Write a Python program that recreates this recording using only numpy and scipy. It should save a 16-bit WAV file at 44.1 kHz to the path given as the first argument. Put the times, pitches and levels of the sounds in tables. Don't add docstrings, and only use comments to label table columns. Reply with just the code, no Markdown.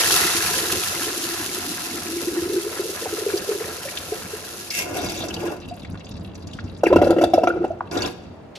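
import sys
import numpy as np
from scipy import signal
from scipy.fft import rfft, irfft, next_fast_len
from scipy.io import wavfile

SR = 44100
rng = np.random.default_rng(int(sys.argv[2]) if len(sys.argv) > 2 else 0)


def inscribe(sig):
    pcm = np.round(np.clip(np.atleast_2d(sig).T, -1, 1) * 32767)
    wavfile.write(sys.argv[1], SR, pcm.astype(np.int16))


N = 378357
TIME = np.arange(N) / SR
SIZE = next_fast_len(N + SR, real=True)
HZ = np.maximum(np.arange(SIZE // 2 + 1) * SR / SIZE, 1)

# centre_hz, width_hz, level_db (over the direct sound)
BOWL_MODES = [(343.3, 12.1, 7.5), (599.5, 10, -4), (718.5, 26, 5), (1019, 33, 2), (1358, 117, 4),
              (1666, 31, 4.5), (2670, 120, 4)]
# time_s, level_db, bubble_pitch_hz
POOL_CHURN = [(0, -35.5, 430), (.5, -34, 376), (1.25, -38, 348), (1.8, -41.5, 271), (2.35, -33.5, 359),
              (2.9, -41.5, 424.3), (3.5, -38.5, 417), (4.0, -44, 436), (4.6, -48.5, 399)]
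# start_s, level_db, nominal_pitch_hz, thrown_spray_db
BIG_GULPS = [(6.834, -3.5, 643, -30), (6.866, -7, 452, -33), (6.926, -7, 674, -35.5),
             (6.959, -3.5, 604, -29), (6.986, -12.5, 756, -57), (7.015, -4.5, 706, -28.5),
             (7.042, -14, 466, -29), (7.070, -11, 576, -37), (7.104, -6.5, 547, -26),
             (7.164, -14, 684, -62), (7.184, -7, 564, -32), (7.212, -8, 664, -31), (7.237, -6, 710, -30),
             (7.335, -4.5, 790, -26), (7.377, -13, 573, -49), (7.434, -8.5, 690, -31.5),
             (7.472, -9, 762, -34.5), (7.641, -12, 606, -46)]
# frequency_hz, density_db (per Hz)
MIST_SPECTRUM = [(1800, -12), (4000, 2), (6500, -1), (8400, -5), (10500, 1), (13800, -5), (14800, -30)]


def flush(bowl):
    # frequency_hz, density_db (per Hz)
    spray_spectrum = [(1300, -66), (2200, -3), (4000, 5), (6500, 5), (8400, -0.5), (10500, 8), (12500, 2),
                      (13800, 7.5), (14700, -37)]
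    splash_spectrum = [(400, -66), (650, 3), (900, 2.5), (2000, 3), (3200, -9.5)]
    jets, gush = flow()
    hiss = np.hypot(jets, gush)
    splash = np.hypot(from_db(-6) * jets, gush)
    spray = patter(bowl * response(spray_spectrum), per_s=2000, spread_db=4.8, smooth_db=-2,
                   surge_db=1.5, surge_rate=28)
    wash = patter(bowl * response(splash_spectrum), per_s=700, spread_db=3.2, smooth_db=-2,
                  surge_db=2, surge_rate=18)
    lowest_mode = resonance(BOWL_MODES[:1])
    drone = from_db(-21.5) * jets * rms_one(filtered(rng.standard_normal(N), lowest_mode ** 2))
    froth = from_db(-11) * fizz(per_s=220, low_hz=1500, high_hz=7000, spread_db=4.5, cycles=2.6)
    return hiss * (spray + froth) + splash * wash + drone


def flow(shut_s=4.68, run_out_s=0.079):
    steady_db, head_db, head_fall_db_per_s = -34, -18.5, 9.5
    gush_db, gush_s, gush_length_s = -23, 0.18, 0.06
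    closing_s, closing_db_per_s = 3.73, 4.5
    head = from_db(head_db - head_fall_db_per_s * TIME)
    closing = from_db(-closing_db_per_s * np.maximum(TIME - closing_s, 0))
    run_out = np.exp(-np.maximum(TIME - shut_s, 0) / run_out_s)
    jets = closing * run_out * np.hypot(from_db(steady_db), head)
    gush = from_db(gush_db) / (1 + ((TIME - gush_s) / gush_length_s) ** 2)
    return jets, gush


def gurgle(bowl):
    # centre_hz, width_hz, level_db
    trap_modes = [(333, 12, 11), (1330, 34, 3), (2650, 48, -13.5)]
    # start_s, level_db, pitch_hz, swell_s
    squirt_rows = [(6.857, -21, 2400, .0065), (7.807, -13, 1100, .0015)]
    rows = gulp_rows()
    span = (BIG_GULPS[0][0], BIG_GULPS[-1][0] + .1)
    gulps = bubbles(rows, glide=-.3, wobble=.06)
    force = bursts(rows, swell=0.0033) + from_db(-9.0) * bursts(rows, swell=0.0092)
    thrown = [(s, spray_db) for s, _, _, spray_db in BIG_GULPS]
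    spatter = bursts(thrown, swell=0.0024) + from_db(-12) * bursts(thrown, swell=0.0097)
    droplets = from_db(-6) * fizz(per_s=700, low_hz=1800, high_hz=6200, spread_db=4, cycles=3.5, span=span)
    mist = rms_one(filtered(rng.standard_normal(N), response(MIST_SPECTRUM)))
    mist = from_db(-12.5) * mist * from_db(5.5 * drift(120))
    slosh = from_db(-14.0) * fizz(per_s=290, low_hz=257.4, high_hz=945, spread_db=0.5, cycles=2.37, span=span)
    dulled_trap = resonance(trap_modes) / (1 + (HZ / 6000) ** 2)
    ringing = filtered(force * rng.standard_normal(N), dulled_trap)
    squirt = bubbles(squirt_rows, glide=-.65)
    in_bowl = from_db(-3.2) * gulps + force * slosh + spatter * (droplets + mist)
    return filtered(in_bowl, bowl) + ringing + squirt


def gulp_rows(scatter=0.311, small_swell_s=0.00787):
    swell_s, sag = 0.0025, 0.92
    pause_start_s, pause_end_s = 7.25, 7.32
    small = crowd(span=(6.89, 7.66), per_s=30, db=-11.5, fall_db_per_s=15)
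    pitch = 471.4 * 2 ** (scatter * rng.standard_normal(len(small)))
    big_rows = [(s, db, sag * hz, swell_s) for s, db, hz, _ in BIG_GULPS]
    small_rows = [(s, db, hz, small_swell_s) for (s, db), hz in zip(small, pitch)
                  if not pause_start_s < s < pause_end_s]
    return big_rows + small_rows


def bloops(cycles=3.45, rise=0.13):
    # start_s, level_db, pitch_hz
    bloop_rows = [(6.914, -10.5, 562), (6.93, -17.5, 1000), (7.084, -18, 330), (7.209, -18, 335),
                  (7.378, -10, 604), (7.471, -16, 1280), (7.501, -22, 1340), (7.532, -27, 356),
                  (7.603, -20, 347), (7.704, -21, 651)]
    return bubbles([(s, db, hz, cycles / hz) for s, db, hz in bloop_rows], glide=rise, wobble=0.063)


def glugs(swell=0.0054, scatter=0.067):
    # start_s, level_db
    glug_rows = [(2.130, -29), (2.367, -18), (2.42, -22), (2.455, -22.5), (2.495, -20.5), (2.537, -19.5),
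                 (2.561, -18), (2.665, -21), (2.794, -18), (2.89, -25), (3.02, -24), (3.125, -22),
                 (3.182, -22), (3.218, -24), (3.263, -15), (3.288, -23), (3.337, -14.5), (3.488, -16.5),
                 (3.512, -17.5), (3.548, -21), (3.608, -20.5), (4.12, -18.5), (4.334, -24.5)]
    small = crowd(span=(2, 3.6), per_s=8.3, db=-25.5)
    s, db = np.vstack([glug_rows, small]).T
    pool_s, _, pool_hz = np.transpose(POOL_CHURN)
    hz = np.interp(s, pool_s, pool_hz) * 2 ** (scatter * rng.standard_normal(len(s)))
    return bubbles(zip(s, db, hz, np.full(len(s), swell)), glide=0.029, wobble=0.1)


def pool(per_s=110, scatter=0.229, cycles=2.05):
    s, db, hz = np.transpose(POOL_CHURN)
    when = rng.random(int(per_s * N / SR)) * N / SR
    pitch = np.interp(when, s, hz) * 2 ** (scatter * rng.standard_normal(len(when)))
    churn, = gains(np.transpose([s, db]))
    return churn * rms_one(bubbles(zip(when, np.zeros(len(when)), pitch, cycles / pitch), glide=0.35))


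def sputter(bowl):
    # time_s, spit_db, hollow_body_db
    bouts = [
        [(4.705, -28, -58), (4.789, -20, -35.5), (4.873, -37.5, -32), (4.967, -28.5, -29),
         (5.199, -24.5, -36.5), (5.25, -28, -30.5), (5.32, -35, -37), (5.39, -29.5, -31.5), (5.53, -33, -29)],
        [(7.915, -26, -31), (7.951, -22, -26), (8.077, -19, -27), (8.085, -23, -32.5)],
    ]
    # frequency_hz, density_db (per Hz)
    spit_spectrum = [(1200, -19.5), (2150, 5.5), (3800, -6), (5800, 0.5), (8400, -6.5), (11000, 0),
                     (13500, -1), (16000, -16)]
    hollow_spectrum = [(130, -41), (280, 5), (450, -0.5), (1100, -8.5), (1800, -17.5), (3000, -34)]
    (spit, body), (late_spit, late_body) = [gains(bout, rise=0.0011, fall=0.031) for bout in bouts]
    ragged_db = np.interp(TIME, [4.8, 5.2], [1.2, 3.6])
    spurts = from_db(ragged_db * (np.minimum(drift(62), 2) - 4.5))
    spitting = spurts * patter(bowl * response(spit_spectrum), per_s=900, spread_db=3.4, smooth_db=-7,
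                               surge_db=1, surge_rate=70)
    rattle = patter(bowl * response(hollow_spectrum), per_s=700, spread_db=1.5, smooth_db=-3,
                    surge_db=1.8, surge_rate=35)
    blips = fizz(per_s=90, low_hz=290, high_hz=900, spread_db=2.5, cycles=3.2, span=(4.9, 5.55))
    froth = fizz(per_s=600, low_hz=3400, high_hz=7000, spread_db=4.5, cycles=2.0, span=(4.98, 5.24))
    films = fizz(per_s=300, low_hz=2100, high_hz=7000, spread_db=4.5, cycles=2.0, span=(7.91, 8.09))
    late = from_db(-18) * films + from_db(-8) * spitting
    bubbling = filtered(from_db(-6) * body * blips + from_db(-39.5) * froth, bowl)
    hollow = (body + late_body) * rattle + bubbling
    return spit * spitting + late_spit * late + hollow


def slaps():
    # start_s, level_db, centre_hz
    slap_rows = [(3.299, -24, 1400), (3.374, -27, 4700), (3.886, -28.5, 2030), (3.972, -23.5, 3120),
                 (4.703, -26, 5040), (5.284, -31, 6040), (5.339, -27, 5250), (5.8477, -35, 2110),
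                 (5.953, -34, 1030), (6.353, -43, 5300), (6.471, -44, 5680), (6.533, -37, 3920),
                 (6.587, -29, 1400), (7.239, -28, 3640), (7.472, -27.5, 2070), (7.912, -33, 4570),
                 (7.972, -27.5, 4950), (8.02, -23, 4300), (8.058, -29, 5350)]
    return spits(slap_rows, swell_s=0.0016, sharpness=1.75)


def drops(cycles=4.1):
    # start_s, level_db, pitch_hz
    drop_rows = [(3.056, -27, 853), (3.852, -28, 579), (4.122, -34.5, 674), (5.234, -28.5, 691),
                 (5.307, -27.5, 2870), (5.365, -29.5, 2850), (5.710, -31.5, 661)]
    plinks = bubbles([(s, db, hz, cycles / hz) for s, db, hz in drop_rows], glide=-0.059, wobble=0.084)
    running, = gains([(5.3, -52.5), (6.5, -54.5), (7.6, -63), (8.2, -66.5)], rise=0.6, fall=0.57)
    when, pitch, size = rng.random((int(220 * N / SR), 3)).T
    hz = 1300 * (12500 / 1300) ** pitch
    db = 5 * np.minimum(-np.log(1 - size), 3) - 16 * pitch
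    drips = spits(zip(when * N / SR, db, hz), swell_s=.0012, sharpness=2.2)
    return plinks + running * rms_one(filtered(drips, response(MIST_SPECTRUM)))


def background():
    # time_s, rumble_db
    drain_curve = [(0.0, -40), (0.55, -36.5), (0.83, -44), (4.73, -46.5), (5.11, -34), (5.95, -39.5),
                   (6.25, -35.5), (6.86, -36), (6.95, -25), (7.07, -30.5), (7.86, -43), (8.05, -30.5),
                   (8.15, -42), (8.58, -45)]
    # frequency_hz, density_db (per Hz)
    rumble_spectrum = [(25, -37), (40, -9.5), (65, -5), (95, 4), (125, -8), (170, 0), (300, -7.5),
                       (600, -32)]
    air_spectrum = [(50, -25.5), (90, -4), (600, -2), (2000, -22), (5000, -36.5), (14000, -52)]
    draining, = gains(drain_curve)
    rumble = draining * patter(response(rumble_spectrum), per_s=110, spread_db=3.0, smooth_db=0.5,
                               surge_db=2.5, surge_rate=9.9)
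    air_noise = stereo(rng.standard_normal((2, N)))
    air = from_db(-44.0) * rms_one(filtered(air_noise, response(air_spectrum)))
    scuff = spits([(8.552, -38.5, 3330)], swell_s=0.0079, sharpness=1.0)
    return rumble + air + scuff


def patter(colour, per_s, spread_db, smooth_db, surge_db, surge_rate):
    sizes = from_db(spread_db * np.minimum(rng.exponential(1, (2, N)), 4)) * rng.choice([-1, 1], (2, N))
    impacts = rms_one(sizes * (rng.random((2, N)) < per_s / SR))
    blur = from_db(smooth_db) * rng.standard_normal((2, N))
    surging = (impacts + blur) * from_db(surge_db * drift(surge_rate))
    return rms_one(filtered(stereo(surging), colour))


def bubbles(rows, glide, wobble=0):
    out = np.zeros(N + SR)
    for s, db, hz, swell in rows:
        age = np.arange(int(10 * swell * SR)) / (swell * SR)
        shape = np.interp(age, np.arange(10), rng.standard_normal(10))
        pitch = hz * 2 ** (glide * np.tanh(age / 2 - 1 / 2) + wobble * shape)
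        tone = np.sin(2 * np.pi * np.cumsum(pitch) / SR)
        at = int(s * SR)
        out[at:at + len(age)] += from_db(db) * age * np.exp(1 - age) * tone
    return out[:N]


def fizz(per_s, low_hz, high_hz, spread_db, cycles, span=(0, N / SR)):
    start, length = span[0], span[1] - span[0]
    when, pitch, size = rng.random((int(per_s * length), 3)).T
    hz = low_hz * (high_hz / low_hz) ** pitch
    db = spread_db * np.minimum(-np.log(1 - size), 3)
    crackle = bubbles(zip(start + when * length, db, hz, cycles / hz), glide=0)
    return np.sqrt(length * SR / N) * rms_one(crackle)


def crowd(span, per_s, db, fall_db_per_s=0):
    slip = rng.random(64)
    age = (np.arange(len(slip)) + slip) / per_s
    rows = np.column_stack([span[0] + age, db - fall_db_per_s * age])
    return rows[rows[:, 0] < span[1]]


def bursts(rows, swell):
    kicks = np.zeros(N)
    for s, db, *_ in rows:
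        kicks[int(s * SR)] += from_db(db)
    r = np.exp(-1 / (swell * SR))
    return signal.lfilter([np.e / (swell * SR)], [1, -2 * r, r * r], kicks + 1e-18)


def spits(rows, swell_s, sharpness):
    out, age = np.zeros(N + SR), np.arange(SR // 20) / (swell_s * SR)
    for s, db, hz in rows:
        peak = signal.iirpeak(hz, sharpness, fs=SR)
        once = signal.lfilter(*peak, rng.standard_normal(len(age)))
        spit = rms_one(signal.lfilter(*peak, once))
        at = int(s * SR)
        out[at:at + len(age)] += from_db(db) * age * np.exp(1 - age) * spit
    return out[:N]


def resonance(modes):
    return sum(from_db(db) / (1 + 1j * hz / width * (HZ / hz - hz / HZ)) for hz, width, db in modes)


def echoes(x, t60, low_hz, high_hz, delay):
    band = 1 / np.hypot(1, (low_hz / HZ) ** 2) / np.hypot(1, HZ / high_hz)
    noise = filtered(stereo(rng.standard_normal((2, N))), band)
    tail = noise * from_db(-60 * np.minimum(TIME / t60, 3)) * (TIME > delay)
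    return filtered(x, rfft(rms_one(tail) / np.sqrt(N), SIZE))


def stereo(pair):
    # frequency_hz, side_over_mid_db
    width_curve = [(40, -23), (380, -5), (700, -2.5), (1400, -5.5), (2400, -0.5), (6000, -0.5), (10000, -1),
                   (16000, -44)]
    return pair[0] + filtered(pair[1], response(width_curve)) * np.array([[1], [-1]])


def gains(rows, rise=.01, fall=0.16):
    s, *columns = np.transpose(rows)
    gate = np.clip((TIME - s[0]) / rise + 1, 0, 1) * np.exp(-np.maximum(TIME - s[-1], 0) / fall)
    return [gate * from_db(np.interp(TIME, s, c)) for c in columns]


def drift(rate):
    return rms_one(filtered(rng.standard_normal(N), 1 / (1 + (HZ / rate) ** 2)))


def response(points):
    hz, db = np.transpose(points)
    curve = from_db(np.interp(np.log(HZ), np.log(hz), db))
    return curve / np.hypot(1, (hz[0] / HZ) ** 2) / np.hypot(1, (HZ / hz[-1]) ** 2)


def filtered(x, gain):
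    return irfft(rfft(x, SIZE) * gain, SIZE)[..., :N]


def rms_one(x):
    return x / np.sqrt(np.mean(x ** 2) + 1e-20)


def from_db(db):
    return 10 ** (np.asarray(db) / 20)


def scene():
    # frequency_hz, lag_radians (negative: ahead)
    channel_phase = [(0, 0), (2000, 1.3), (5000, 1.3), (14400, -9.4)]
    bowl = 1 + resonance(BOWL_MODES)
    bubbling = filtered(pool() + glugs() + bloops() + drops(), bowl)
    near = bubbling + slaps() + gurgle(bowl) + sputter(bowl)
    scattered = from_db(-2.0) * echoes(near, t60=0.047, low_hz=2020, high_hz=9500, delay=0.00074)
    water = flush(bowl) + near + scattered
    right_lag = np.interp(HZ, *np.transpose(channel_phase))
    water = filtered(water, np.exp(-1j * right_lag * np.array([[0], [1]])))
    room = from_db(-17.5) * echoes(water, t60=0.75, low_hz=150, high_hz=4630, delay=0.016)
    return water + room + background()


def record(dry):
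    treble_cut = signal.ellip(10, .1, 80, 15800, fs=SR, output="sos")
    return signal.sosfilt(treble_cut, np.clip(dry, -1, 1))


dry = scene()
out = record(dry)
inscribe(out)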